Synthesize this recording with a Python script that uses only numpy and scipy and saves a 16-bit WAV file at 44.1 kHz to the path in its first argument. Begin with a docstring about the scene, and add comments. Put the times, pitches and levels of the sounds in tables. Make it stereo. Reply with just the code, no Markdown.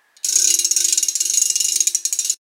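"""A faint workshop hiss, then a fast, tinny clatter: an empty drink can whirls on a stick over a bench.
The stick catches and slips at the can's tab about twenty times a second. Each slip is a snap, a short
chatter of contacts that sets the thin wall ringing and the air inside humming. The microphone is close,
so a limiter turns down the loud snaps. The sound is cut off while the can still spins."""
import sys
import numpy as np
from scipy import signal
from scipy.fft import rfft, irfft
from scipy.io import wavfile
from scipy.ndimage import uniform_filter1d, minimum_filter1d

SR = 44100
rng = np.random.default_rng(int(sys.argv[2]) if len(sys.argv) > 2 else 0)


def transcribe(signal):
    """Save signal, clipped to [-1, 1], as a 16-bit WAV file at the path in sys.argv[1]."""
    frames = np.atleast_2d(signal).T
    limited = np.clip(frames, -1, 1)
    pcm = np.round(limited * 32767).astype(np.int16)
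    wavfile.write(sys.argv[1], SR, pcm)


N = 114660
TIME = np.arange(N) / SR
RING = 16384   # samples in the sound of one slip
AGE = np.arange(RING) / SR   # seconds since the slip
HZ = np.maximum(np.fft.rfftfreq(RING, 1 / SR), 1)


def from_db(db):
    """Turn decibels into a number to multiply by."""
    return 10 ** (np.asarray(db) / 20)


def at_hz(points, hz):
    """Read between a table's rows, giving every octave the same room."""
    f, value = np.transpose(points)
    return np.interp(np.log(hz), np.log(f), value)


def causal(gain):
    """A filter with these gains that makes no sound before it is struck (minimum phase)."""
    cepstrum = irfft(np.log(gain))
    cepstrum[1:RING // 2] *= 2
    cepstrum[RING // 2 + 1:] = 0
    return np.exp(rfft(cepstrum))


# The tone of the room's hiss. Each row: frequency in Hz, level in dB.
HISS_TONE = [(60, -36), (500, -17), (850, -12.5), (1480, -14), (1700, -1), (2000, -14), (3000, -21),
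             (15000, -31)]

def workshop(level_db=-61):
    """Faint, steady hiss with a nasal middle."""
    shape = from_db(at_hz(HISS_TONE, np.maximum(np.fft.rfftfreq(N, 1 / SR), 1)))
    noise = irfft(rfft(rng.standard_normal((2, N))) * shape, N)
    return from_db(level_db) * noise / noise.std()


def swing(t, share, turns_per_s=2.4):
    """A shift in time that bends a pitch up and down by a small share, once a turn."""
    speed = 2 * np.pi * turns_per_s
    return share * np.sin(speed * t) / speed


def low_tones(strikes, tones, levels, jolt_rad):
    """All but the faintest slips top up the low tones and jolt their waves out of step."""
    out = np.zeros(N)
    kicks = 1.0 * (strikes > strikes.max() / 20)
    smooth = signal.butter(2, 70, fs=SR, output="sos")
    swung_time = TIME + swing(TIME, share=.009)
    for hz, db, ring_s in tones:
        swell = signal.lfilter([1], [1, -from_db(-60 / (ring_s * SR))], kicks + 1e-18)
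        swell = swell ** .62   # evens out the slips and stretches the fade
        phase = np.cumsum(kicks * rng.normal(0, jolt_rad, N))
        envelope = signal.sosfilt(smooth, swell * np.exp(1j * phase))
        out += from_db(db) * np.real(envelope * np.exp(2j * np.pi * hz * swung_time))
    return from_db(np.interp(TIME, *np.transpose(levels))) * out


# The can's two lowest tones. Each row: pitch in Hz, level in dB, ring time in seconds before stretching.
HUM_TONES = [(335, -2, .33), (383, -6, .3)]
# The hum swells and sinks as the can swings. Each row: time in seconds, level in dB.
HUM_SWELLS = [(0.26, -56.5), (0.532, -46), (0.73, -52), (0.819, -48), (1.12, -56), (1.17, -71),
              (1.23, -52.5), (1.549, -58.5), (1.82, -52), (2.0, -59.5), (2.33, -58.5)]

def hum(strikes):
    """The air inside hums with two hollow tones that beat against each other."""
    return low_tones(strikes, HUM_TONES, HUM_SWELLS, jolt_rad=.8)


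# The flexing wall's tones. Each row: pitch in Hz, level in dB, ring time in seconds before stretching.
FLEX_TONES = [(610, -12, .12), (1503, -7, .15), (1528, -1, .16)]
# Short swells of the flexing. Each row: time in seconds, level in dB.
FLEX_SWELLS = [(.25, -54), (.41, -42.5), (.56, -56.5), (.73, -57.5), (.81, -41.5), (.87, -58), (0.951, -47),
               (1.13, -65.5), (1.219, -52), (1.4, -57.5), (1.521, -75.5), (2.03, -69), (2.259, -57)]

def flex(strikes):
    """The wall flexes slowly, giving one lower tone and a beating pair."""
    return low_tones(strikes, FLEX_TONES, FLEX_SWELLS, jolt_rad=1.8)


def tint(hz, body_db, treble_db):
    """One slip's own tone: more or less body (2200 to 4800 Hz) and treble (from 8000 Hz up)."""
    corners_hz = [900, 2200, 4800, 5400, 7200, 8000]
    return from_db(np.interp(hz, corners_hz, [0, body_db, body_db, 0, 0, treble_db]))


def treble_bumps(width_hz=90, depth_db=3.8):
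    """Narrow peaks and dips in the treble: every slip favours other weak tones of the wall."""
    size = int(width_hz * RING / SR)
    bumps = uniform_filter1d(uniform_filter1d(rng.standard_normal(len(HZ)), size), size)
    gain = from_db(depth_db * bumps / bumps.std())
    gain /= np.sqrt(np.mean(gain ** 2))
    return gain ** np.clip(HZ / 3000, 0, 1)   # shallower towards the bass


# The wash of the wall's weak tones. Each row: frequency in Hz, level in dB.
SHIMMER_TONE = [(62, -43.5), (225, -39.5), (325, -24.5), (490, -33.5), (820, -53), (1130, -27), (1400, -42),
                (2460, -15.5), (3360, -17), (3910, -5.5), (4810, -9.5), (5610, 1), (6610, -1), (7710, -7),
                (9310, -6), (12000, -13.5), (15400, -23)]
# How long the wash rings. Each row: frequency in Hz, seconds to fade by 60 dB.
SHIMMER_FADES = [(210, 0.27), (1450, 0.35), (5500, 0.28), (14100, 0.24)]
# How wide it sounds. 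Each row: frequency in Hz, level of the sides against the middle in dB.
SHIMMER_WIDTH = [(500, -14), (2350, 2.5), (4250, -4.5), (7100, -13), (14100, -25)]

def shimmer(colour, level_db=-4):
    """Countless weak wall tones and bench echoes blur into a wash whose top fades first."""
    shape = from_db(at_hz(SHIMMER_TONE, HZ))
    shape = from_db(level_db) * shape / np.sqrt(np.mean(shape ** 2))
    mid, side = rfft(rng.standard_normal((2, RING))) * shape * colour
    side *= from_db(at_hz(SHIMMER_WIDTH, HZ))
    ears = np.array([mid + side, mid - side])
    centres_hz, fades_s = np.transpose(SHIMMER_FADES)
    out = 0
    for one_band, fade_s in zip(np.eye(len(fades_s)), fades_s):
        band = np.interp(np.log(HZ), np.log(centres_hz), one_band)
        out += irfft(ears * band) * from_db(-60 * AGE / fade_s)
    return out


# The wall's clear tones. Each row: pitch in Hz, level in dB, seconds to fade by 60 dB.
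WALL_TONES = [(2834.5, -15.5, 0.17), (3827, -17.5, 0.16), (4007, -19, 0.15), (4247, -17.5, 0.13),
              (4910, -23, 0.13), (5610, -9.5, 0.12), (6573, -4, 0.2), (6670, -14.5, 0.3),
              (6800, -18.5, 0.12), (7820, -17, 0.21), (9464, -18, 0.19), (11030, -20, 0.25)]
# The first tone comes and goes as the can turns. Each row: time in seconds, extra level in dB.
FIRST_TONE_SWELLS = [(.42, -15), (.49, 2), (.68, 3.5), (.85, -6.5), (1.03, 5), (1.14, -14), (1.21, 6),
                     (1.29, 0.5), (1.52, 9.5), (1.69, 4.5), (1.74, -2.5), (2.18, -9), (2.25, -0.5)]

def wall(start_s, body_db, treble_db, level_db=-1.5, scatter_db=4.5, pan_db=5.5):
    """A slip strikes the wall's clear tones, each from a random side; the swing bends their pitch."""
    hz, db, fade_s = np.transpose(WALL_TONES)
    size, pan, phase = rng.normal(0, 1, (3, len(hz)))
    extra_db = scatter_db * size
    extra_db[0] = np.interp(start_s, *np.transpose(FIRST_TONE_SWELLS))
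    heard_age = AGE + swing(start_s + AGE, share=.003)   # Doppler effect
    waves = np.sin(2 * np.pi * (hz[:, None] * heard_age + phase[:, None]))
    waves *= from_db(-60 * AGE / fade_s[:, None])
    gains = from_db(level_db + db + extra_db + pan_db * pan * np.array([[-.5], [.5]]))
    return gains * tint(hz, body_db, treble_db) @ waves


# The pitches at which the lid rings. Each row: pitch in Hz, width of the peak in Hz, level in dB.
LID_PEAKS = [(1130, 180, 3), (2420, 130, 4), (4290, 100, 2), (5300, 200, -2), (5670, 140, 7),
             (6570, 130, 12), (6850, 110, 10), (7280, 140, 2), (9470, 220, -2), (10900, 240, -1)]

def lid(level_db=-1, scatter_db=2.2, pan_db=2.5):
    """The ringing lid as a filter for each ear; every slip weights its peaks differently."""
    delay, out = np.exp(-2j * np.pi * HZ / SR), 0   # a delay of one sample
    for hz, width_hz, db in LID_PEAKS:
        decay = np.exp(-np.pi * width_hz / SR)
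        gain = from_db(db + scatter_db * rng.normal() + pan_db * rng.normal() * np.array([[-.5], [.5]]))
        feedback = 1 - 2 * decay * np.cos(2 * np.pi * hz / SR) * delay + (decay * delay) ** 2
        out += gain * (1 - decay ** 2) / 2 * (1 - delay ** 2) / feedback
    return from_db(level_db) * out


# The tone of one contact between stick and tab. Each row: frequency in Hz, level in dB.
CONTACT_TONE = [(62, -47), (600, -42.5), (1500, -40), (2200, -22.5), (3350, -20), (4250, -15.5), (5250, -8),
                (6650, 0), (7750, -7.5), (9350, -6.5), (10200, -15), (15400, -21)]

def snap(colour, contacts_per_s=1000, hold_s=.0045, dying_s=.003, scrape_s=.0004, scatter_db=1.8):
    """The stick slips: a dying chatter of tiny scrapes rings the lid."""
    jitter, size = rng.normal(0, 1, (2, 40))
    when = np.append(0, np.cumsum(np.exp(.35 * jitter[1:]))) / contacts_per_s
    force = np.exp(-np.maximum(when - hold_s, 0) / dying_s) * from_db(scatter_db * size)
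    force[0] = 1.4   # a firm first contact
    contacts = np.bincount((when * SR).astype(int), force, RING)
    envelope = signal.lfilter([1], [1, -np.exp(-1 / (scrape_s * SR))], contacts + 1e-18)
    scrapes = envelope * rng.standard_normal(RING)
    spectrum = rfft(scrapes) * causal(from_db(at_hz(CONTACT_TONE, HZ))) * (1 + lid())
    loudest_band = irfft(spectrum.mean(axis=0) * (HZ > 5200) * (HZ < 7500))
    strength = np.sqrt(np.sum(loudest_band ** 2) / (.01 * SR))
    return irfft(spectrum * causal(colour)) / strength


# The slips of the stick. Each row: start in seconds, snap level in dB, ring level in dB,
# extra body in dB, extra treble in dB.
SLIPS = [(0.1666, -44, -59.5, 18, 3.5), (0.233, -47, -52.5, 20.5, 5), (0.2447, -17.5, -20, 1, 2.2),
         (0.2862, -18, -18, -2, -1.5), (0.3245, -15.5, -16, -5.5, -4.5), (0.3561, 0.5, -15.5, -1, -4),
         (0.3868, -10, -16.5, -0.5, -0.5), (0.4171, -11, -16, -9, -5), (0.4434, -4, -18.5, -1.5, -6),
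         (0.4732, -13, -15.5, 2, -2.5), (0.5028, -10.5, -19, 6.5, 1.2), (0.54, -2.5, -20, -3.5, -1.5),
         (0.5892, -6.5, -21.5, 5, 4), (0.6464, -12.5, -21.5, -1.5, -1.5), (0.7107, -10, -19.5, -3.5, -2),
         (0.764, -4.5, -15, -2.8, -4), (0.803, -15, -16, -1, -3), (0.8437, -7.5, -21, 4, 1),
         (0.8832, -15, -19, 5, 1), (0.9254, -6, -21.5, 4, 1), (0.9754, -6.5, -21.5, 2.5, -1),
         (1.0269, -11, -22, 1.3, 1.5), (1.0837, -17, -22, 0.2, -2), (1.1535, -13.5, -21.5, -1.5, -3),
         (1.2034, -14.5, -19, -0.8, -0.5), (1.2517, -18.5, -20.5, -1.5, -0.8), (1.2971, -15, -21, -2.5, -2),
         (1.3359, -16.5, -20, 2.5, 2.5), (1.373, -9.5, -24, 2.5, 3), (1.416, -8.5, -21, -1, 0.5),
         (1.4556, -14.5, -20, -3.5, 0.8), (1.4993, -11.5, -21, -2.5, -1.5), (1.5558, -11, -22.5, 1, -2),
         (1.6021, -14, -19.5, 0, 0.5), (1.6441, -16, -19, -1.5, 0), (1.6832, -18, -20, 2.5, -1),
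         (1.7202, -20, -19, -5.9, 0), (1.7575, -12, -25, 4.1, 2.7), (1.804, -12, -21.5, 0.8, -0.4),
         (1.8706, -13.5, -24, 2, 3.5), (1.9476, -10.5, -23, -1.5, -2.5), (2.0514, -14, -23, -0.6, 1),
         (2.1264, -14, -22, -2.3, 0), (2.1893, -14, -20, 0, 0), (2.2457, -22.5, -21, 2.5, 1.4),
         (2.2965, -13, -23.5, 2, 3.4)]

def can(snap_trim_db=-4, rise_s=.0011, dip_s=.004, dip_db=-5, left_db=-1, left_lag_s=9e-6):
    """The whirling can snaps, rings and hums with the slips, a little right of centre."""
    out, strikes = np.zeros((2, N)), np.zeros(N)
    attack = 1 - np.exp(-(AGE / rise_s) ** 2)   # the wall takes up the chatter
    next_starts = [row[0] for row in SLIPS[1:]] + [N / SR]
    for (start_s, snap_db, ring_db, body_db, treble_db), next_s in zip(SLIPS, next_starts):
        # The ringing dips just before the next snap, keeping the ticks crisp.
        dip = from_db(np.interp(start_s + AGE, [next_s - dip_s, next_s - dip_s / 2], [0, dip_db]))
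        colour = tint(HZ, body_db, treble_db) * treble_bumps()
        ring = attack * dip * (wall(start_s, body_db, treble_db) + shimmer(colour))
        slip = from_db(snap_trim_db + snap_db) * snap(colour) + from_db(ring_db) * ring
        start = int(start_s * SR)
        out[:, start:start + RING] += slip[:, :N - start]
        strikes[start] = from_db(ring_db)
    left, right = out + hum(strikes) + flex(strikes)
    lag = np.exp(-2j * np.pi * np.fft.rfftfreq(N, 1 / SR) * left_lag_s)
    return np.array([from_db(left_db) * irfft(rfft(left) * lag, N), right])


def scene():
    """The can over the room's hiss."""
    return can() + workshop()


# The overall volume: a steady boost, then the sudden cut. Each row: time in seconds, gain in dB.
VOLUME = [(2.3434, 4), (2.3435, -9), (2.368, -18), (2.409, -100)]

def record(dry, threshold=.55, ahead_s=.002, recovery_db_per_s=1100, top_hz=16300):
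    """A limiter ducks just ahead of loud peaks; then the volume is set and the highest treble removed."""
    ahead = int(ahead_s * SR)
    over_db = np.maximum(20 * np.log10(abs(dry).max(axis=0) / threshold + 1e-9), 0)
    recovery_db = recovery_db_per_s * TIME
    held_db = np.maximum.accumulate(over_db + recovery_db) - recovery_db
    duck_db = uniform_filter1d(minimum_filter1d(-held_db, size=ahead + 1), size=ahead)
    volume_db = np.interp(TIME, *np.transpose(VOLUME))
    top_cut = signal.cheby2(16, 50, top_hz, fs=SR, output="sos")
    return signal.sosfiltfilt(top_cut, dry * from_db(duck_db + volume_db))


dry = scene()
out = record(dry)
transcribe(out)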